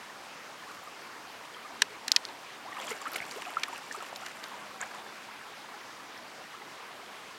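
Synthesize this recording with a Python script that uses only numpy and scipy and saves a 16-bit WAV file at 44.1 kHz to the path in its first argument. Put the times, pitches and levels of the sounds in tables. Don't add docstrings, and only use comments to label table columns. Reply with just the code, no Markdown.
import sys
import numpy as np
from scipy import signal
from scipy.fft import rfft, irfft
from scipy.io import wavfile

SR = 44100
rng = np.random.default_rng(int(sys.argv[2]) if len(sys.argv) > 2 else 0)


def output_pcm(signal):
    pcm = np.clip(np.atleast_2d(signal).T, -1, 1) * 32767
    wavfile.write(sys.argv[1], SR, np.round(pcm).astype(np.int16))


N = 325440


# pitch_hz, level_db (relative)
CRACK_COLOUR = [(30, -61.5), (150, -34), (400, -62), (900, -16.5), (1700, -4), (2700, -5.5), (4000, -3.5),
                (5500, -8), (8000, -16), (12000, -25), (16000, -45)]
# start_s, pop_peak_db, pop_pitch_hz, rise_cycles (to the pop's peak), crack_db (before the tilt),
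# crack_tilt_db_per_octave (around 4000 Hz), crack_length_cycles (of the pop)
FISH_SMACKS = [(1.8190, -17, 1550, 2.4, -15, 3.5, 7.2), (1.8201, -16, 3760, 5.1, -29, -1, 13),
               (2.0807, -14, 6170, 0.61, -25.5, 4, 16), (2.1180, -1, 4770, 1.33, -23.5, 9, 18),
               (2.1629, -1, 4650, 1.17, -18.5, 4, 18), (2.252, -19, 4650, 1.3, -37, 6, 4.3),
               (2.2873, -39, 4200, 2.5, -42, -2, 10), (3.1590, -23, 2210, 3.9, -36, -6.5, 7.9),
               (3.2030, -24, 2180, 1.9, -56, -12, 4.6), (3.6338, -21.5, 3400, 1.2, -24, -0.5, 13),
               (4.1596, -30, 4000, 0.43, -34, 5, 9.4), (4.263, -23, 5000, 0.5, -35.5, 3, 12),
               (4.4396, -31, 4440, 2.5, -37, 2, 10)]


def smacks(tail_db=-0.5, tail_s=0.0034, damping=0.67, attack_s=0.0014):
    out = np.zeros(N)
    t = np.arange(4096) / SR
    for start_s, pop_db, hz, rise_cycles, crack_db, tilt_db, length_cycles in FISH_SMACKS:
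        noise = colour(rng.standard_normal(len(t)), CRACK_COLOUR)
        crack = np.zeros(len(t))
        for centre_hz, band in bands(noise, count=10):
            height = centre_hz / 4000
            burst = np.exp(-(t * hz * height ** 0.2 / length_cycles) ** 4)
            tail = undb(tail_db) * np.exp(-t * height ** damping / tail_s)
            crack += band * undb(tilt_db * np.log2(height)) * (burst + tail)
        crack *= 1 - np.exp(-t / attack_s)
        add(out, start_s, undb(pop_db) * pop(t, hz, rise_cycles) + undb(crack_db) * crack)
    return signal.sosfilt(signal.butter(2, 300, "high", fs=SR, output="sos"), out)


# pitch_hz, level_db (relative)
SLOSH_COLOUR = [(40, -51), (150, -18), (400, -11), (800, 4.5), (1250, 6.5), (2200, 9), (3500, -0.5),
                (6000, -61)]
SPRAY_COLOUR = [(100, -17), (1500, 19), (3100, 6.5), (4100, -1), (5300, 1.5), (7500, 4.5), (9500, -0.5),
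                (13000, -2), (16000, -16)]


def churn():
    gurgle = swarm(count=7000, low_hz=215.5, high_hz=3900, cycles=11.6, spread_db=1.9, lift=0.22)
    slosh = colour(gurgle + undb(-9.5) * rng.standard_normal(N), SLOSH_COLOUR)
    droplets = swarm(count=18000, low_hz=2900, high_hz=15400, cycles=9, spread_db=3.8, lift=0.12)
    droplets = scatter(droplets, wet_db=-10, decay_s=0.00049)
    spray = colour(droplets + undb(-13.5) * rng.standard_normal(N), SPRAY_COLOUR)
    surge = walk(60)
    patter = walk(380)
    slosh = slosh * agitation(column=1) * undb(2.0 * surge)
    spray = spray * agitation(column=2) * undb(2.2 * surge + 2.6 * patter)
    return slosh + spray


# height_s (moment of greatest strength), slosh_db, spray_db,
# length_s (time constant of the collapse)
FISH_STROKES = [(0.717, -65, -53.5, 0.054), (2.833, -42.5, -50, 0.11), (2.914, -41.5, -44.5, 0.065),
                (3.028, -43, -58, 0.013), (3.067, -46, -51.5, 0.034), (3.163, -43, -44, 0.041),
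                (3.318, -48, -47, 0.014), (3.476, -46.5, -55, 0.11), (3.637, -45, -56, 0.14),
                (3.752, -48.5, -49, 0.026), (3.943, -45.5, -46.5, 0.034), (4.03, -46, -54, 0.015),
                (4.258, -48, -51.5, 0.041), (4.446, -46.5, -53, 0.03), (4.822, -42, -53, 0.034),
                (4.966, -48, -55, 0.068)]


def agitation(column, settle_db=-6, settle_s=0.28, build=0.87):
    power = np.zeros(N)
    for stroke in FISH_STROKES:
        height_s, length_s = stroke[0], stroke[3]
        age = np.arange(N) / SR - height_s
        before, after = np.minimum(age, 0), np.maximum(age, 0)
        attack = np.exp(-(before / (build * length_s)) ** 2)
        collapse = np.exp(-after / length_s)
        settling = undb(settle_db) * np.exp(-after / settle_s)
        power += (undb(stroke[column]) * attack * np.maximum(collapse, settling)) ** 2
    return np.sqrt(power)


# start_s, level_db (before onset and layer level), pitch_hz, ring_cycles, glide_octaves_per_s
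LARGE_BUBBLES = [(.622, -36, 1040, 28, -1), (.634, -37, 1730, 50, 1), (.87, -33, 1290, 51, -11),
                 (1.5455, -32, 3150, 23, 8), (1.567, -31, 1150, 13, -2), (1.647, -31, 1160, 51, 6),
                 (1.819, -34, 442, 20, -5), (1.8205, -25, 980, 14, 0), (1.898, -39, 420, 37, 0.5),
                 (2.042, -35, 960, 22, -8), (2.29, -33.5, 896, 23, 9), (2.715, -30, 1140, 37, 4),
                 (2.725, -29.5, 2050, 32, -25), (2.768, -26, 1126, 33, 16), (2.783, -31, 1014, 27, -3),
                 (2.785, -33, 700, 9, 0), (2.792, -38, 510, 30, 4), (2.8, -28, 3320, 20, 0),
                 (2.872, -33, 820, 7, 0), (2.8775, -30, 3300, 36, -10), (2.91, -25.5, 480, 20, -12),
                 (2.914, -31, 1350, 14, 0), (2.918, -25, 2130, 20, 0), (2.919, -29, 3030, 18, 0),
                 (2.929, -31, 2300, 35, -12), (3.014, -32, 1170, 25, -2), (3.055, -24, 1490, 12, 0),
                 (3.058, -24, 1114, 30, 15), (3.068, -22.5, 1240, 27, 14), (3.074, -35, 300, 9.8, -2),
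                 (3.126, -28, 1350, 13, 0), (3.147, -31, 1150, 9, 0), (3.156, -25, 760, 8.6, -2),
                 (3.167, -36, 437, 10, -9), (3.4524, -28, 2560, 23, 0), (3.463, -30, 717, 33, 0.5),
                 (3.468, -30, 1260, 23, -10), (3.569, -11.5, 1260, 17, 20), (3.637, -27, 1780, 22, 0),
                 (3.681, -26.5, 1085, 26, 17), (3.728, -26, 870, 23, 19), (3.76, -26.5, 2630, 11, 0),
                 (3.911, -23.5, 1750, 19, 10), (3.945, -25.5, 1145, 30, 21), (3.973, -33, 410, 16, -2),
                 (4.005, -31, 1390, 41, -16), (4.025, -26, 1130, 11, 0), (4.128, -23, 785, 5.4, 0),
                 (4.234, -30, 1400, 16, 0), (4.81, -26, 900, 4.5, 0), (4.8135, -27, 2180, 18, 0),
                 (4.817, -31, 960, 12, 0), (4.828, -28, 794, 11, -10), (5.289, -29.5, 990, 10, 0),
                 (5.41, -37, 1750, 30, 0), (6.177, -35, 5330, 22, -2), (6.617, -35, 1970, 32, 12),
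                 (6.818, -37, 1140, 64, -10.5)]


def plops(level_db=-4.5, shudder_db=1.0, gurgle_s=0.43):
    out = np.zeros(N)
    for start_s, db, hz, cycles, glide in LARGE_BUBBLES:
        ring_s = cycles / hz
        onset_cycles = 0.5 + cycles * ring_s / gurgle_s
        add(out, start_s, undb(db) * bubble(hz, cycles, glide, onset_cycles))
    shaken = out * undb(level_db + shudder_db * walk(450))
    return scatter(shaken, wet_db=-14.5, decay_s=0.0051)


# start_s, start_level_db (before onset and layer level), first_pitch_hz,
# last_pitch_hz, length_s, bend (of the pitch rise, 1 = even), fade_db (change over the length, + grows)
AIR_GULPS = [(.668, -44, 1025, 1550, 0.04, 1.15, -1), (.776, -45, 1120, 1540, .03, 1.24, -2),
             (1.698, -46, 560, 890, 0.036, 1.1, -1), (2.648, -41.5, 587, 1260, .052, 0.73, 4.5),
             (2.826, -36.5, 2210, 3170, 0.015, 0.61, -8), (3.207, -46, 500, 880, .021, 1.1, -3),
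             (3.221, -31.5, 2170, 2600, 0.0156, 1.4, -8), (3.358, -41, 386, 1360, .048, 1.8, 5),
             (4.8245, -27.5, 1695, 2800, 0.02, 1.9, -17.5), (4.856, -40, 1250, 2100, 0.01, 1.2, -4)]


def gulps(level_db=-2, wobble=0.046):
    out = np.zeros(N)
    shudder = undb(3 * walk(300))
    unsteady = 1 + wobble * walk(350)
    for start_s, db, first_hz, last_hz, length_s, bend, fade_db in AIR_GULPS:
        age = np.linspace(0, 1, int(length_s * SR))
        sweep_hz = first_hz * (last_hz / first_hz) ** (age ** bend)
        hz = sweep_hz * unsteady[int(start_s * SR):][:len(age)]
        phase = np.cumsum(hz) / SR
        opening, closing = 1 - np.exp(-2 * phase), 1 - age ** 8
        envelope = opening * closing * undb(db + fade_db * age)
        add(out, start_s, np.sin(2 * np.pi * phase) * envelope)
    return scatter(out * undb(level_db) * shudder, wet_db=-19, decay_s=0.0062)


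# start_s, tick_peak_db, pitch_hz, splatter_db (relative to the tick's peak)
HEAVY_DROPS = [(0.8395, -44, 12500, -18), (2.79, -42, 11000, -14), (2.814, -35, 7000, -11),
               (2.8485, -39, 8800, -17), (2.8703, -33, 6500, -8), (2.894, -36, 9000, -10),
               (2.9055, -26.5, 7460, -13), (2.9125, -34, 7200, -10), (2.9155, -39, 9500, -8),
               (3.017, -38, 6940, -3), (3.118, -34, 11500, -9), (3.133, -28, 12500, -16),
               (3.160, -30, 9700, -7), (3.1645, -31, 11500, -10), (3.169, -38, 10000, -8),
               (3.1874, -36, 3250, -6), (3.265, -40, 11000, -12), (3.294, -40, 7000, -10),
               (3.312, -38, 4470, 1), (3.597, -35, 5870, -10), (3.6835, -38, 10500, -10),
               (3.7785, -41, 7960, -1), (3.9245, -32, 5600, -8), (4.0245, -38, 7160, -6),
               (4.1695, -40, 12000, -10), (4.467, -47, 11500, -10), (4.484, -43, 12000, -10),
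               (4.8065, -41, 7200, -7), (4.8140, -21, 7200, -32), (4.8735, -43, 6700, -10)]


def drops(cycles=3, splat_s=0.0024, low_skirt_db=5, high_skirt_db=12):
    out = np.zeros(N)
    t = np.arange(2048) / SR
    for start_s, db, hz, splat_db in HEAVY_DROPS:
        hump = [(hz / 2 ** 5, -5 * low_skirt_db), (hz, 0), (hz * 2 ** 5, -5 * high_skirt_db)]
        splat = colour(rng.standard_normal(len(t)), hump) * np.exp(-t / splat_s)
        add(out, start_s, undb(db) * (pop(t, hz, cycles) + undb(splat_db) * splat))
    return out


def trickle(level_db=-68):
    return undb(level_db) * swarm(count=160, low_hz=2580, high_hz=7400, cycles=14, spread_db=1.8, lift=0.1)


# pitch_hz, level_db (relative)
CURRENT_COLOUR = [(18, -78), (30, -54.5), (53, -27), (109, -11.5), (174, -7), (204, -8.5), (239, -3.5),
                  (415, -2.5), (449, -2.5), (1070, 0), (2120, -3.5), (4300, -10.5), (4780, -10.5),
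                  (11700, -24), (16000, -29)]


def current(level_db=-46.5, flicker_db=2.5, swell_db=-0.04, babble_db=-9, lap_db=-14, lap_swing_db=2):
    noise = colour(rng.standard_normal(N), CURRENT_COLOUR)
    rush = np.zeros(N)
    for centre_hz, band in bands(noise, count=18):
        flicker = flicker_db * walk(24) / np.sqrt(1 + centre_hz / 2500)
        rush += band * undb(flicker)
    babble = swarm(count=2200, low_hz=690, high_hz=6980, cycles=17.3, spread_db=3.0, lift=0.3)
    babble = colour(babble, CURRENT_COLOUR)
    laps = swarm(count=500, low_hz=798, high_hz=2476, cycles=36.0, spread_db=-1.5, lift=0.5)
    laps = unit(laps * undb(lap_swing_db * walk(9.8)))
    water = undb(-0.75) * unit(rush) + undb(babble_db) * babble + undb(lap_db) * laps
    return undb(level_db + swell_db * walk(2.2)) * water


# pitch_hz, waver (share of the pitch), steady_db, swell_db (added in the swell), swell_length_s
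FAR_HUM_TONES = [(207.6, 0.0054, -71.5, -64.5, 0.85), (767, 0.0102, -68, -50, 0.13)]


def hum(flutter_db=2.5, swell_middle_s=4.81):
    out = np.zeros(N)
    for hz, waver, steady_db, swell_db, length_s in FAR_HUM_TONES:
        level = undb(steady_db) + undb(swell_db) * swell(swell_middle_s, length_s)
        out += wavering(hz, waver, rate=25) * level * undb(flutter_db * walk(21.86))
    return out


def whistle(middle_s=5.06, length_s=0.21, middle_hz=3590, sag_hz_per_s=400, level_db=-58, flutter_db=2.5):
    hz = middle_hz - sag_hz_per_s * (np.arange(N) / SR - middle_s)
    tone = wavering(hz, waver=0.022, rate=230) * undb(flutter_db * walk(130))
    return tone * swell(middle_s, length_s) * undb(level_db)


def bubble(hz, cycles, octaves, onset=0.2):
    life_s = max(cycles, 1) / hz
    t = np.arange(int(life_s * SR) + 2) / SR
    phase = np.cumsum(np.minimum(hz * 2 ** (octaves * t), SR / 2)) / SR
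    damping = np.exp(-np.log(1000) * (t / life_s) ** 2)
    return np.sin(2 * np.pi * phase) * (1 - np.exp(-phase / onset)) * damping


def pop(t, hz, cycles):
    age = t * hz / cycles
    return np.sin(2 * np.pi * hz * t) * (age * np.exp(1 - age)) ** 3


def swarm(count, low_hz, high_hz, cycles, spread_db, lift):
    out = np.zeros(N)
    for when, size, strength, life, glide in rng.random((count, 5)):
        hz = low_hz * (high_hz / low_hz) ** size
        ring_cycles = cycles * (0.5 + life)
        db = -spread_db * np.log(strength + 0.007)
        octaves_per_s = lift * glide * hz / ring_cycles
        add(out, when * N / SR, undb(db) * bubble(hz, ring_cycles, octaves_per_s))
    return unit(out)


def scatter(x, wet_db, decay_s):
    t = np.arange(2048) / SR
    response = rng.standard_normal(len(t)) * t * np.exp(-t / decay_s)
    return x + undb(wet_db) * signal.fftconvolve(x, response / np.linalg.norm(response))[:N]


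def wavering(hz, waver, rate):
    return np.sin(2 * np.pi * np.cumsum(hz * (1 + waver * walk(rate))) / SR)


def swell(middle_s, length_s):
    return np.exp(-(2 * (np.arange(N) / SR - middle_s) / length_s) ** 4)


def walk(rate):
    steps = rng.standard_normal(4096)
    return np.interp(np.arange(N) / SR * rate, np.arange(len(steps)), steps)


def colour_db(hz, points):
    f, db = np.transpose(points)
    return np.interp(np.log(hz + 1), np.log(f), db)


def colour(x, points):
    gain = undb(colour_db(np.fft.rfftfreq(len(x), 1 / SR), points))
    return unit(irfft(rfft(x) * gain, len(x)))


def bands(x, count):
    centres = np.geomspace(100, 15000, count)
    hz, spectrum = np.fft.rfftfreq(len(x), 1 / SR), rfft(x)
    parts = []
    for centre_hz, peak in zip(centres, np.eye(count)):
        weight = np.interp(hz, centres, peak)
        parts.append((centre_hz, irfft(spectrum * weight, len(x))))
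    return parts


def add(out, start_s, sound):
    i = int(np.clip(start_s * SR, 0, N - 1))
    out[i:i + len(sound)] += sound[:N - i]


def undb(db):
    return 10 ** (np.asarray(db) / 20)


def unit(x):
    return x / np.sqrt(np.mean(x ** 2) + 1e-24)


def scene():
    fish = smacks() + churn()
    water = plops() + gulps() + drops() + trickle() + current()
    far = hum() + whistle()
    return (fish + water + far)[None]


def record(dry, top_hz=15900):
    return signal.sosfilt(signal.ellip(10, 0.1, 80, top_hz, fs=SR, output="sos"), dry)


dry = scene()
out = record(dry)
output_pcm(out)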